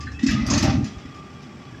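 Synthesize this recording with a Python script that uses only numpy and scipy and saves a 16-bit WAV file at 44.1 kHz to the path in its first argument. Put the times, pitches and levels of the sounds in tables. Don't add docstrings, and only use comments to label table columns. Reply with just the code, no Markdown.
import sys
import numpy as np
from scipy import signal
from scipy.fft import rfft, irfft
from scipy.io import wavfile
from scipy.ndimage import uniform_filter1d

SR = 44100
rng = np.random.default_rng(int(sys.argv[2]) if len(sys.argv) > 2 else 0)


def master_out(mix):
    frames = np.transpose(np.atleast_2d(mix))
    ceiling = np.clip(frames, -1, 1)
    pcm = np.round(ceiling * 32767).astype(np.int16)
    wavfile.write(sys.argv[1], SR, pcm)


N = 79380
T, HZ = np.arange(N) / SR, np.fft.rfftfreq(N, 1 / SR)

# frequency_hz, relative_db
IDLE_SPECTRUM = [(30, -37), (60, -4.5), (125, 0), (210, -0.5), (380, -7), (500, -20), (750, -18.5),
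                 (1400, -22), (2700, -21.5), (3900, -37), (6000, -36), (7800, -34), (8600, -49),
                 (15500, -59)]
# pitch_hz, level_db
ENGINE_TONES = [(134, -49), (260, -55), (396, -58.5)]
# time_s, pitch_hz, level_db
PUMP_WHINE = [(0, 1181, -45.5), (.08, 1184, -46), (.15, 1218, -68), (.8, 1210, -50.5), (1.08, 1207, -55.5),
              (1.18, 1177, -44.5), (1.28, 1186, -49.5), (1.32, 1177, -54.5), (1.8, 1147, -57.5)]
# time_s, level_db
SHUDDER_LEVEL = [(0, -35.5), (.205, -37), (.24, -83)]
# start_s, clang_db, clash_db, tick_db
CLANKS = [(.004, -45.5, -44.5, -82), (0.116, -61, -51.5, -80.5), (0.191, -42.5, -49, -96),
          (0.228, -42.5, -39.5, -66.5), (0.263, -33.5, -29, -62), (0.283, -30, -52, -83),
          (0.308, -34.5, -36.5, -71), (0.463, -48, -34.5, -50.5), (0.499, -39, -27, -64),
          (0.533, -33, -28.5, -59), (0.575, -32.5, -27.5, -49.5), (0.624, -33, -29.5, -46),
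          (.841, -44.5, -42, -65), (.980, -50.5, -57.5, -85), (1.056, -53, -64, -93),
          (1.145, -61, -55.5, -74), (1.421, -57.5, -56.5, -76)]
# frequency_hz, relative_db
CLANG_SPECTRUM = [(400, -49), (650, -13.5), (1000, -15), (1500, -6.5), (1850, 4), (2250, -8), (2700, -3.5),
                  (3600, -6.5), (6000, -23), (9000, -76)]
CLASH_SPECTRUM = [(1500, -34.5), (3000, -15), (4000, -2.5), (5000, 9), (6500, 5), (7300, -1), (8300, -18),
                  (15000, -70)]
TICK_SPECTRUM = [(4000, -44), (7500, 3.5), (11500, 11), (13000, -5), (16000, -13)]
# centre_hz, width_hz, lift_db
STEEL_RESONANCES = [(607.5, 74, 5.5), (1194, 128, 7.5), (2008, 83, 4), (2572, 230, 8)]
STEEL_MODES = [619, 958, 1082, 1720, 1945, 2519, 3052, 3680, 4150, 4624, 5136, 5720, 5938, 6336, 6830, 7305]
# start_s, level_db, pitch_hz, t60_s, spread_hz
RINGING_PARTS = [(0.065, -35.5, 1735, 0.26, 230), (0.071, -46, 4097, .17, 30), (.185, -40, 1910, 0.49, 60),
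                 (.265, -35, 7290, 0.069, 90), (0.286, -28, 1730, 0.093, 170),
                 (0.304, -52, 11200, 0.081, 110), (0.314, -38.5, 1240, 1, 30), (0.375, -37.5, 1990, 1, 100),
                 (0.498, -23.5, 6400, 0.12, 330), (.507, -32, 1070, 0.15, 70), (.532, -26, 6450, .08, 250),
                 (0.63, -30, 788, 0.6, 110), (.636, -32, 620, 0.38, 25), (1.056, -53.5, 5168, 0.11, 130)]
# start_s, length_s, pitch_hz, level_db
SQUEAKS = [(0.12, 0.15, 2620, -47.5), (1.677, 0.22, 1670, -54.5), (1.721, 0.042, 2600, -57)]
# time_s, level_db
TUMBLE_LEVEL = [(.23, -67), (.30, -45.5), (.455, -38.5), (.49, -29), (.57, -28), (.615, -32.5), (.645, -28),
                (.70, -29), (.75, -35.5), (.80, -49.5), (1.05, -50.5), (1.3, -51)]
# frequency_hz, relative_db
TUMBLE_SPECTRUM = [(300, 5), (470, -8), (610, 4.5), (850, 1.5), (1300, -2), (2000, -2.5), (3000, -10),
                   (5800, -5.5), (7500, -48), (15000, -63)]
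# time_s, level_db
RUMBLE_LEVEL = [(.245, -42), (.28, -27.5), (.38, -27), (.46, -34), (.53, -20.5), (.66, -22), (.785, -20.5),
                (.82, -23.5), (.87, -37), (.93, -57.5)]
# frequency_hz, relative_db
RUMBLE_SPECTRUM = [(25, -34), (45, -15), (60, -3), (110, 5.5), (155, 1), (280, 6.5), (325, -5), (380, -19),
                   (480, -20.5), (800, -96)]
# start_s, level_db, pitch_hz, t60_s
BIN_KNOCKS = [(0.231, -7, 247.9, 0.063), (0.258, -10.5, 266, 0.13), (0.306, -17, 233.3, 0.15),
              (.329, -12, 233, 0.11), (0.37, -15.5, 218, 0.1), (0.429, -17.5, 229, 0.043),
              (0.495, -23, 236, 0.054), (0.519, -14, 255.5, 0.034), (0.633, -16, 326, 0.041),
              (0.678, -12, 203, 0.018), (0.743, -16, 200, 0.13), (0.759, -23, 290, 0.025),
              (.781, -17, 259, 0.057), (.846, -24, 208.8, 0.14), (1.046, -32, 270, 0.11)]
# start_s, level_db, pitch_hz
HOPPER_THUDS = [(0.287, -16.5, 56.4), (0.34, -16.5, 122), (0.414, -18.5, 56.4), (0.468, -17, 83),
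                (0.56, -16.5, 76), (0.639, -13, 104), (0.686, -13, 101), (0.747, -18.5, 94),
                (0.779, -19.5, 93), (0.826, -15.5, 114), (.965, -27.5, 69.3), (1.052, -31.5, 73)]


def amp(db):
    return 10 ** (np.asarray(db) / 20)


def unit(x):
    return x / np.sqrt(np.mean(x ** 2) + 1e-20)


def curve(points, column=1):
    columns = np.transpose(points)
    return np.interp(T, columns[0], columns[column])


def filtered(x, gain):
    return irfft(rfft(x) * gain, N)


def colour(x, spectrum, lift_db=0):
    hz, db = np.transpose(spectrum)
    shape_db = np.interp(np.log(HZ + 1), np.log(hz), db)
    return unit(filtered(x, amp(shape_db + lift_db)))


def noise():
    return rng.standard_normal(N)


def drift(rate_hz):
    return unit(filtered(noise(), np.exp(-(HZ / rate_hz) ** 2)))


def uneven(width_bins):
    return unit(uniform_filter1d(rng.standard_normal(len(HZ)), width_bins))


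def tone(hz, waver_hz, flutter_db, rate_hz):
    phase = 2 * np.pi * np.cumsum(hz + waver_hz * drift(rate_hz)) / SR
    return unit(np.sin(phase) * amp(flutter_db * drift(rate_hz)))


def blow(start_s, rise_s, t60_s):
    age = np.maximum(T - start_s, 0)
    attack = np.sin(np.pi / 2 * np.minimum(age / rise_s, 1)) ** 2
    return attack * amp(-60 * np.maximum(age - rise_s, 0) / t60_s)


def echoes(x, t60_s, per_s=2000):
    taps = noise() * (rng.random(N) < per_s / SR) * blow(0.01, 0.017, t60_s)
    return signal.fftconvolve(x, taps / np.linalg.norm(taps))[:N]


def engine():
    ripple_db = 3.5 * uneven(width_bins=140) * np.minimum(HZ / 1000, 1)
    wash = amp(-42.5) * colour(noise(), IDLE_SPECTRUM, ripple_db)
    hum = sum(amp(db) * tone(hz, waver_hz=7.2, flutter_db=4, rate_hz=13) for hz, db in ENGINE_TONES)
    return wash + hum


def pump():
    whine = tone(curve(PUMP_WHINE), waver_hz=15, flutter_db=3, rate_hz=60)
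    return amp(curve(PUMP_WHINE, column=2)) * whine


def belt(turns_per_s=12.46, pitch_hz=3314, swing_hz=25):
    turn = np.cos(2 * np.pi * turns_per_s * T + drift(5) / 2)
    chirp = tone(pitch_hz + swing_hz * turn, waver_hz=18, flutter_db=2.8, rate_hz=15)
    return amp(-63) * unit((1 + turn) * chirp)


def arm_shudder():
    lower = tone(76.2, waver_hz=4.2, flutter_db=2.5, rate_hz=31)
    upper = tone(104, waver_hz=4.2, flutter_db=1.2, rate_hz=23)
    return amp(curve(SHUDDER_LEVEL)) * (lower + amp(-5.5) * upper)


def steel_db():
    return sum(db / (1 + (2 * (HZ - hz) / width) ** 2) for hz, width, db in STEEL_RESONANCES)


def clanks():
    out = np.zeros(N)
    for start, clang_db, clash_db, tick_db in CLANKS:
        lift_db = steel_db() + 5 * uneven(width_bins=130)
        chatter = noise() * amp(0.5 * drift(260))
        modes = sum(np.sin(2 * np.pi * (hz * T + rng.random())) for hz in STEEL_MODES)

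        def band(spectrum, rise_s, t60_s, tonal=True):
            sound = blow(start, rise_s, t60_s) * colour(chatter, spectrum, lift_db)
            if tonal:
                sound += amp(-6.5) * blow(start, rise_s, t60_s=0.16) * colour(modes, spectrum, lift_db)
            return sound

        out += amp(clang_db) * band(CLANG_SPECTRUM, rise_s=0.0039, t60_s=0.53)
        out += amp(clash_db) * band(CLASH_SPECTRUM, rise_s=0.0033, t60_s=0.28)
        out += amp(tick_db) * band(TICK_SPECTRUM, rise_s=0.0054, t60_s=0.14, tonal=False)
    return out


def ringing_parts():
    out = np.zeros(N)
    for start, db, hz, t60, spread in RINGING_PARTS:
        rattle = unit(filtered(noise(), np.exp(-((HZ - hz) / spread) ** 2 / 2)))
        ring = tone(hz, waver_hz=8, flutter_db=2, rate_hz=69)
        out += amp(db) * blow(start, rise_s=0.0072, t60_s=t60) * unit(ring + amp(2) * rattle)
    return out


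def pivot_squeaks():
    out = np.zeros(N)
    for start, length, hz, db in SQUEAKS:
        swell = np.sin(np.pi * np.clip((T - start) / length, 0, 1))
        out += amp(db) * swell * tone(hz, waver_hz=16.7, flutter_db=4.5, rate_hz=88)
    return out


def tumbling_load(taps_per_s=900, kinds=8):
    taps = rng.choice([-1., 1.], N) * (rng.random(N) < taps_per_s / SR)
    strength_db = np.minimum(rng.exponential(1, N), 4)
    taps *= amp(strength_db)
    kind = rng.integers(0, kinds, N)
    rattle = np.zeros(N)
    for k in range(kinds):
        click = noise() * blow(0, rise_s=0.00048, t60_s=0.032)
        rattle += signal.fftconvolve(taps * (kind == k), click)[:N]
    clatter = amp(curve(TUMBLE_LEVEL)) * colour(rattle, TUMBLE_SPECTRUM, steel_db())
    rumble = amp(curve(RUMBLE_LEVEL)) * colour(noise(), RUMBLE_SPECTRUM)
    return clatter + rumble


def panel(start_s, hz, rise_s, t60_s):
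    return blow(start_s, rise_s, t60_s) * np.sin(2 * np.pi * hz * (T - start_s))


def booms(top_hz=377):
    knocks = sum(amp(db) * panel(start, hz, rise_s=0.0095, t60_s=t60)
                 for start, db, hz, t60 in BIN_KNOCKS)
    thuds = sum(amp(db) * panel(start, hz, rise_s=0.009, t60_s=0.078) for start, db, hz in HOPPER_THUDS)
    hollow = amp(-8.5) * echoes(knocks, t60_s=0.22)
    low_pass = (1 + (HZ / top_hz) ** 12) ** -0.5
    return filtered(knocks + thuds + hollow, low_pass)


def scene():
    crash = clanks() + ringing_parts() + tumbling_load() + pivot_squeaks()
    truck = engine() + pump() + arm_shudder() + belt()
    direct = truck + booms() + crash
    house_fronts = amp(-15) * echoes(crash, t60_s=0.74)
    return (direct + house_fronts)[None]


def record(dry, low_cut_hz=45.3, top_hz=15700):
    bass_cut = (1 + (low_cut_hz / (HZ + 1)) ** 8) ** -0.5
    band_limit = signal.firwin(511, top_hz, window=("kaiser", 9), fs=SR)
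    return signal.oaconvolve(filtered(dry, bass_cut), band_limit[None], "same")


dry = scene()
out = record(dry)
master_out(out)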